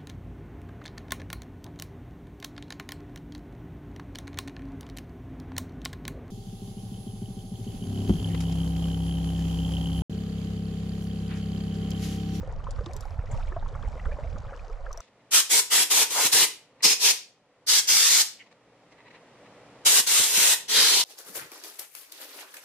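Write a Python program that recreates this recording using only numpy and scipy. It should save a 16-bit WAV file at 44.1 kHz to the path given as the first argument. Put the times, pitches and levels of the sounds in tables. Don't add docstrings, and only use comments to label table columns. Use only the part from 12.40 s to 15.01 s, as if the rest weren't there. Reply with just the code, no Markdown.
import sys
import numpy as np
from scipy import signal
from scipy.io import wavfile

SR = 44100
rng = np.random.default_rng(int(sys.argv[2]) if len(sys.argv) > 2 else 0)


def file_out(sig):
    cols = np.atleast_2d(sig).T
    lim = np.clip(cols, -1, 1)
    pcm = np.round(lim * 32767).astype(np.int16)
    wavfile.write(sys.argv[1], SR, pcm)


def voltage_ratio(level):
    return 10 ** (np.asarray(level, float) / 20)


N = 115101

# time in seconds, level in dB.
WATER_STIR = [(0, 0), (.2, -8.5), (.33, 3), (.42, 2.5), (.68, 2.5), (.8, -4), (.9, 0.5), (.92, 12),
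              (1.04, 5.5), (1.18, -2.5), (1.3, -0.5), (1.55, 3.5), (1.95, 2), (2.4, -1.5), (2.61, 0.5)]
# frequency in Hz, level in dB per Hz.
RIVER_COLOUR = [(260, -10), (380, -12), (500, -2), (1250, -2), (3000, -21.5), (7400, -26), (9500, -41.5),
                (12500, -33)]
# frequency in Hz, likeness from 0 to 1.
RIVER_LIKENESS = [(250, 0.3), (700, 0.96), (2000, 0.13), (4500, 1), (8000, 0.8), (13000, 0)]
# bubbles per second, lowest pitch in Hz, highest pitch in Hz,
# level in dB, spread of sizes in dB, cycles to die by 60 dB.
BUBBLE_SWARMS = [
    (31.2, 430, 660, -58.5, 3.5, 26),
    (172.9, 480, 950, -52, 2.5, 41.4),
    (450, 921, 2630, -58.5, 4.5, 20),
    (582, 2800, 8050, -70.5, 6.5, 22),
]
# time in seconds, level in dB, sharpness in dB.
WIND_GUST = [(0, -35, 13), (.4, -34.5, 8), (.68, -36, 7), (.95, -27, -1.5), (1.15, -35.5, 1),
             (1.5, -33.5, 10.5), (1.75, -36, 3.5), (1.95, -36.5, 15), (2.1, -38, 5.5), (2.2, -40, 4.5),
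             (2.48, -35, -24), (2.61, -51.5, -8)]
# frequency in Hz, level in dB per Hz.
WIND_COLOUR = [(12, -43), (20, 9), (39, 3), (77, -7), (100, -11), (247, -30.5), (300, -37), (390, -84),
               (660, -120)]
# time in seconds, peak in dB, pitch in Hz.
WIND_BUFFETS = [
    (0.386, -20, 68),
    (0.786, -18, 69),
    (0.931, -17.5, 76),
    (1.035, -24, 46),
    (1.354, -25.5, 72),
    (1.47, -23.5, 59.6),
    (1.66, -19, 41.3),
    (1.827, -24.5, 46.3),
    (1.926, -24.5, 50.3),
]
BUFFET_DIRECTIONS = (1, -1, -1, -1, 1, -1, 1, -1, -1)
# start in seconds, peak in dB, pitch in Hz.
WIND_FLUTTERS = [(0.204, -48, 96.9), (0.359, -38, 105), (0.459, -33.5, 96), (0.578, -36, 108),
                 (0.712, -31, 96.9), (0.827, -37, 101), (1.33, -29.5, 105), (1.384, -30.5, 105),
                 (1.82, -33.5, 129), (1.923, -27.5, 120), (1.994, -37.5, 105), (2.059, -29, 96.9)]
# start in seconds, peak in dB, pitch in Hz.
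SPRAY_TICKS = [(0.0204, -54, 5250), (0.0744, -52, 5810), (0.1248, -50.5, 6300), (0.137, -55, 5000),
               (0.162, -48, 4550), (0.443, -48, 4730), (0.654, -49, 5390), (0.9657, -49, 5000),
               (0.9744, -49, 6200), (1.0854, -54.5, 6960), (1.1294, -67, 4830), (1.2814, -54, 6360),
               (1.3254, -57, 5130), (1.3547, -56, 6820), (1.4147, -61, 5710), (1.72, -56, 4730),
               (1.7344, -58, 5750), (1.8576, -53, 4880), (1.9016, -54, 6140), (1.931, -54, 4800),
               (2.0308, -65, 5170), (2.153, -62, 5080), (2.163, -48, 5200), (2.197, -52, 4850),
               (2.2812, -50, 4990), (2.3276, -52.5, 5100)]
# start in seconds, peak in dB, pitch in Hz.
SMALL_BUBBLES = [(0.196, -50, 2500), (0.8195, -47, 2130), (0.8714, -42, 1860), (1.055, -48, 1870),
                 (1.0797, -39.5, 2200), (1.2106, -50, 1870), (1.342, -46, 3160), (1.3493, -41, 2050),
                 (1.529, -44.5, 2190), (1.5764, -42, 2000), (1.6393, -43, 1860), (1.6581, -42, 1910),
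                 (1.7269, -37.5, 2290), (1.8352, -40, 2040), (2.1084, -46, 2060), (2.1936, -38.5, 2360),
                 (2.3295, -44.5, 2240), (2.467, -54, 1860)]
# start in seconds, peak in dB, pitch in Hz.
LONE_BUBBLES = [
    (0.773, -40, 840),
    (1.477, -34, 794),
    (1.665, -33, 1320),
    (2.047, -49, 1220),
    (2.094, -42, 1500),
    (2.299, -40, 1195),
]
# start in seconds, peak in dB, pitch in Hz.
DROPLETS = [(0.241, -44.5, 2950), (0.36, -48.5, 4270), (0.409, -51, 4450), (0.4605, -33.5, 3540),
            (0.624, -47, 3700), (0.7066, -48.5, 5060), (0.8586, -49, 5070), (0.9734, -49, 4180),
            (1.072, -47, 3050), (1.2868, -46, 3650), (1.4255, -45.5, 3230), (1.485, -47.5, 7300),
            (1.652, -51, 3150), (1.841, -56, 3500), (1.9839, -44.5, 6350), (2.1749, -47, 2840),
            (2.5152, -48, 5940)]
# start in seconds, peak in dB, pitch in Hz.
MIDDLE_BUBBLES = [(0.1987, -41.5, 1120), (0.2408, -42.5, 920), (0.268, -30.5, 1003), (0.3855, -36.5, 1140),
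                  (0.4617, -34, 980), (0.6325, -40, 1220), (0.788, -39, 1266), (1.1208, -32.5, 1216),
                  (1.1649, -41, 880), (1.2242, -41, 1165), (1.259, -37.5, 1006), (1.3512, -34, 1160),
                  (1.4286, -39, 1156), (1.5958, -37, 1870), (1.6548, -32, 1196), (1.715, -37, 1700),
                  (1.7683, -40, 994), (1.9602, -37.5, 1160), (2.1314, -34.5, 1334), (2.464, -34.5, 1306),
                  (2.508, -33.5, 1130), (2.604, -41, 1250)]
# start in seconds, peak in dB, pitch in Hz.
LARGE_BUBBLES = [(0.03, -34.5, 490), (0.075, -34, 501), (0.16, -45.5, 521), (0.286, -35.5, 521),
                 (0.386, -38, 488), (0.408, -32.5, 455), (0.464, -35, 325), (0.495, -37.5, 693),
                 (0.556, -41.5, 392), (0.653, -37, 780), (0.838, -39.5, 485), (0.897, -41, 520),
                 (0.985, -37, 690), (1.119, -40, 351), (1.164, -25.5, 638), (1.226, -34, 830),
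                 (1.326, -40, 465), (1.553, -39, 491), (1.682, -38, 435), (1.72, -33.5, 546),
                 (1.786, -30, 541), (1.843, -35.5, 629), (1.927, -43, 564), (1.975, -40.5, 568),
                 (2.121, -35.5, 515), (2.145, -40.5, 489), (2.243, -42.5, 695), (2.297, -39.5, 423),
                 (2.575, -38.5, 632)]
# start in seconds, peak in dB, brightness in dB, pitch factor.
CLICKS_TURNING_OUT = [
    (.308, -37.5, -18, 0.94),
    (.534, -40.5, 6.5, 0.87),
    (.565, -38, 4.5, 0.98),
    (.608, -39, 2.5, 0.93),
]
# start in seconds, peak in dB, brightness in dB, pitch factor.
CLICKS_TURNING_BACK = [
    (2.5292, -39, 1.7, 1.016),
    (2.5748, -39.5, 2.4, 0.99),
    (2.6045, -40.5, 0.73, 1.02),
]
# frequency in Hz, level in dB, seconds to die by 60 dB.
RINGING_OUT = [(5070, -4.5, 0.011), (5920, -2.5, 0.011), (7640, 1, 0.0067), (9250, -4.5, 0.0058),
               (12400, -3, 0.0038), (14700, -15.5, 0.0066)]
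# frequency in Hz, level in dB, seconds to die by 60 dB.
RINGING_BACK = [(5830, 5.5, 0.012), (6120, -12, 0.024), (7200, 1.5, 0.0056), (11600, -5, 0.0028),
                (14600, -11, 0.0086)]

RISE_PER_CYCLE = 0.00708
BUBBLE_STIR_SHARE, HISS_STIR_SHARE = 0.49, 0.53
WIND_PAN_DB = -4


def rms_one(x):
    return x / np.sqrt(np.mean(x ** 2) + 1e-20)


def in_time(rows):
    s, *columns = np.transpose(rows)
    return [np.interp(np.arange(N) / SR, s, c) for c in columns]


def at_hz(points, hz):
    table_hz, values = np.transpose(points)
    return np.interp(np.log(hz), np.log(table_hz), values)


def band(x, low_hz, high_hz):
    sos = signal.butter(2, [low_hz, min(high_hz, .45 * SR)], "band", fs=SR, output="sos")
    return signal.sosfilt(sos, x)


def one_side(x, hz, kind, order):
    return signal.sosfilt(signal.butter(order, hz, kind, fs=SR, output="sos"), x)


def pan(db):
    return voltage_ratio(np.array([[db / 2], [-db / 2]]))


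def drift(rate):
    r = np.exp(-80 * np.pi * rate / SR)
    slow = signal.lfilter([1], [1, -2 * r, r * r], rng.standard_normal(N // 40 + 2002))
    slow = slow[2000:]
    return np.interp(np.arange(N) / 40, np.arange(len(slow)), rms_one(slow))


def add(out, s, sound):
    i = max(int(s * SR), 0)
    out[..., i:i + sound.shape[-1]] += sound[..., :max(N - i, 0)]


def banded_noise(spectrum, edges, likeness, patchy_db, rate):
    out, together = 0, drift(rate / 2)
    white = rng.standard_normal((2, 2, N + SR))
    for k, (low, high) in enumerate(zip(edges, edges[1:])):
        mid, side = band(white[k % 2], low, high)[:, SR:]
        hz = np.sqrt(low * high)
        alike = np.clip(likeness(hz), 0, 1)
        gain = voltage_ratio(at_hz(spectrum, hz) + patchy_db * (.5 * together + drift(rate)))
        stereo = np.sqrt(1 + alike) * mid + np.sqrt(1 - alike) * side * [[1], [-1]]
        out = out + gain * stereo
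    return rms_one(out)


def bubble(hz, cycles, rise=RISE_PER_CYCLE):
    turns = np.arange(int(cycles / hz * SR)) * hz / SR
    opening = 1 - np.exp(-(turns / (0.35 + hz / 5000)) ** 2)
    return opening * voltage_ratio(-60 * turns / cycles) * np.sin(2 * np.pi * turns * (1 + rise * turns / 2))


def crack(t60, low_hz, high_hz):
    noise, t = rng.standard_normal((3, 2000)), np.arange(2000) / SR
    puff = (noise[0] + 0.75 * noise[1:]) * voltage_ratio(-60 * t / t60) * np.minimum(t * low_hz, 1)
    return band(band(puff, low_hz, high_hz), low_hz / 2, high_hz)


def river(stir_db):
    edges = 240 * 2 ** np.arange(0, 5.8, 1 / 3)
    rush = voltage_ratio(-55) * banded_noise(RIVER_COLOUR, edges, lambda hz: at_hz(RIVER_LIKENESS, hz), .8, 20.0)
    for hz in (2200, 8500):
        bright = one_side(rush, hz, "high", 1)
        rush = rush + bright * (voltage_ratio(HISS_STIR_SHARE * stir_db) - 1)
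    return one_side(rush, 13000, "low", 8)


def swarms(stir_db):
    out = np.zeros((2, N))
    for rate, low_hz, high_hz, db, spread_db, cycles in BUBBLE_SWARMS:
        layer, draws, clump = np.zeros((2, N)), rng.random((1500, 5)), drift(20.0)
        for when, pitch, size, side, life in draws[:int(rate * N / SR)]:
            size_db = spread_db * min(-np.log(size), 2.5)
            gain = voltage_ratio(size_db + 2.0 * clump[int(when * N)]) * pan(1 + 8 * (side - .5))
            hz = low_hz * (high_hz / low_hz) ** pitch ** 1.4
            add(layer, when * N / SR, gain * bubble(hz, cycles * (.5 + life), RISE_PER_CYCLE * 2 * life))
        out += voltage_ratio(db) * rms_one(layer)
    return out * voltage_ratio(BUBBLE_STIR_SHARE * stir_db)


def foam_crackle(stir_db):
    per_s, spread_db, puff_s, limits_hz = 150, 3.0, 0.0021, (2200, 7000)
    born = (rng.random(N) < per_s / SR) * voltage_ratio(spread_db * np.minimum(rng.exponential(1, N), 3))
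    puffs = signal.lfilter([1], [1, -np.exp(-1 / (puff_s * SR))], born + 1e-18) * rng.standard_normal(N)
    ticks = rms_one(band(band(puffs, *limits_hz), *limits_hz))
    return voltage_ratio(-75 + BUBBLE_STIR_SHARE * stir_db) * pan(6.0) * ticks


def wind():
    db, sharp_db = in_time(WIND_GUST)
    noise = banded_noise(WIND_COLOUR, 16 * 2 ** np.arange(0, 4.6, .5), lambda hz: 0.71, 2.92, 9.2)
    split_hz = 93
    top, low = one_side(noise, split_hz, "high", 2), one_side(noise, split_hz, "low", 2)
    out = voltage_ratio(db) * (low - top * voltage_ratio(sharp_db - sharp_db.mean()))
    for (s, peak_db, hz), sign in zip(WIND_BUFFETS, BUFFET_DIRECTIONS):
        turns = np.arange(-SR / hz, SR / hz) * hz / SR
        thump = np.exp(-(turns / 0.37) ** 2) * np.cos(2 * np.pi * turns)
        add(out, s - .5 / hz, sign * voltage_ratio(peak_db) * thump)
    return out * pan(WIND_PAN_DB)


def wind_flutters():
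    out = np.zeros((2, N))
    for s, db, hz in WIND_FLUTTERS:
        turns = np.arange(-3 * SR / hz, 3 * SR / hz) * hz / SR
        puff = np.exp(-(turns / 1.23) ** 2) * np.sin(2 * np.pi * turns)
        add(out, s - 1.5 / hz, voltage_ratio(db - 6) * pan(WIND_PAN_DB) * puff)
    return out


def spray():
    out = np.zeros((2, N))
    for s, db, hz in SPRAY_TICKS:
        add(out, s, voltage_ratio(db) * pan(3.5) * bubble(hz, 30.0))
        add(out, s, voltage_ratio(db + 2) * pan(3.5) * crack(0.013, 0.63 * hz, 1.39 * hz))
    return out


def droplets():
    out, sides = np.zeros((2, N)), pan(1.5)
    for s, db, hz in DROPLETS:
        add(out, s, voltage_ratio(db) * sides * bubble(hz, 46))
        add(out, s, voltage_ratio(db - 3.5) * sides * crack(0.025, 2530, 7000))
    return out


def single_bubbles():
    out = np.zeros((2, N))
    for s, db, hz in list(SMALL_BUBBLES) + list(LONE_BUBBLES):
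        add(out, s, voltage_ratio(db - 3) * pan(1.5) * bubble(hz, 51))
    return out


def gurgle():
    out = np.zeros((2, N))
    for (s, db, hz), side in zip(LARGE_BUBBLES, rng.standard_normal(len(LARGE_BUBBLES))):
        add(out, s, voltage_ratio(db + 1.5) * pan(.5 * side) * bubble(hz, 38.4, 0.01164))
        add(out, s, voltage_ratio(db + 5.5) * crack(0.029, 430, 1440)[0])
    cycles, companion_db, latest_s, pitch_spread = 33.2, -3, 0.00698, 0.27
    for (s, db, hz), draw in zip(MIDDLE_BUBBLES, rng.random((len(MIDDLE_BUBBLES), 5))):
        sides = pan(2 * draw[0] - 1)
        add(out, s, voltage_ratio(db) * sides * bubble(hz, cycles))
        for late, pitch in draw[1:].reshape(2, 2):
            other_hz = hz * (1 + pitch_spread * (2 * pitch - .5))
            add(out, s + latest_s * late, voltage_ratio(db + companion_db) * sides * bubble(other_hz, cycles))
    return out


def line_in_rings():
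    out, t = np.zeros((2, N)), np.arange(SR // 5) / SR
    grains = rng.standard_normal((2, len(t)))
    grains = grains * voltage_ratio(3.2 * drift(200.0)[:len(t)] - 60 * t / 0.067)
    rustle = band((grains + grains[0]) * np.minimum(t / 0.0045, 1), 6300, 7600)
    add(out, .911, voltage_ratio(-39.5) * rustle)
    since, limits_hz = np.arange(N) / SR - .6, (8300, 13500)
    swell = np.clip(since / .02, 0, 1) * np.exp(-(since / .15) ** 2)
    gain = voltage_ratio(-75 + 2 * drift(60.0)) * swell
    noise = rng.standard_normal((2, N)) + rng.standard_normal(N)
    return out + gain * rms_one(band(band(noise, *limits_hz), *limits_hz))


def pawl_strike(modes, bright_db, pitch, crack_db):
    t, rings = np.arange(3000) / SR, 0
    for hz, mode_db, t60 in modes:
        level_db = mode_db + bright_db * (hz > 10000) + 2 * rng.standard_normal()
        ring_hz = hz * pitch * (1 + rng.standard_normal() / 150)
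        phase = [[0], [rng.normal(0, hz / 11000)]]
        rings = rings + voltage_ratio(level_db - 60 * t / t60) * np.sin(2 * np.pi * ring_hz * t + phase)
    hit = voltage_ratio(-0.5) * rings * np.minimum(t / 0.00027, 1)
    add(hit, 0, voltage_ratio(crack_db) * crack(0.038, 3500, 9300))
    return hit


def reel():
    out = np.zeros((2, N))
    turning_out = (CLICKS_TURNING_OUT, RINGING_OUT, -6, -13)
    turning_back = (CLICKS_TURNING_BACK, RINGING_BACK, -12.5, -14)
    for clicks, modes, crack_db, bounce_db in (turning_out, turning_back):
        for s, db, bright_db, pitch in clicks:
            bounce_s = 0.0083 * rng.uniform(.7, 0.71)
            for delay, loss_db in ((0, 0), (bounce_s, bounce_db)):
                add(out, s + delay, voltage_ratio(db + loss_db) * pawl_strike(modes, bright_db, pitch, crack_db))
    return (out + line_in_rings()) * pan(5.5)


def scene():
    stir_db, = in_time(WATER_STIR)
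    stir_db = stir_db - stir_db.mean()
    near_water = wind() + gurgle() + droplets()
    all_round = swarms(stir_db) + river(stir_db) + reel()
    return near_water + all_round + spray() + single_bubbles() + wind_flutters() + foam_crackle(stir_db)


def roll_off(x):
    return signal.sosfilt(signal.butter(12, 15760, fs=SR, output="sos"), x)


def record(dry):
    mix = one_side(dry, 13800, "low", 3)
    return roll_off(mix)


dry = scene()
out = record(dry)
file_out(out)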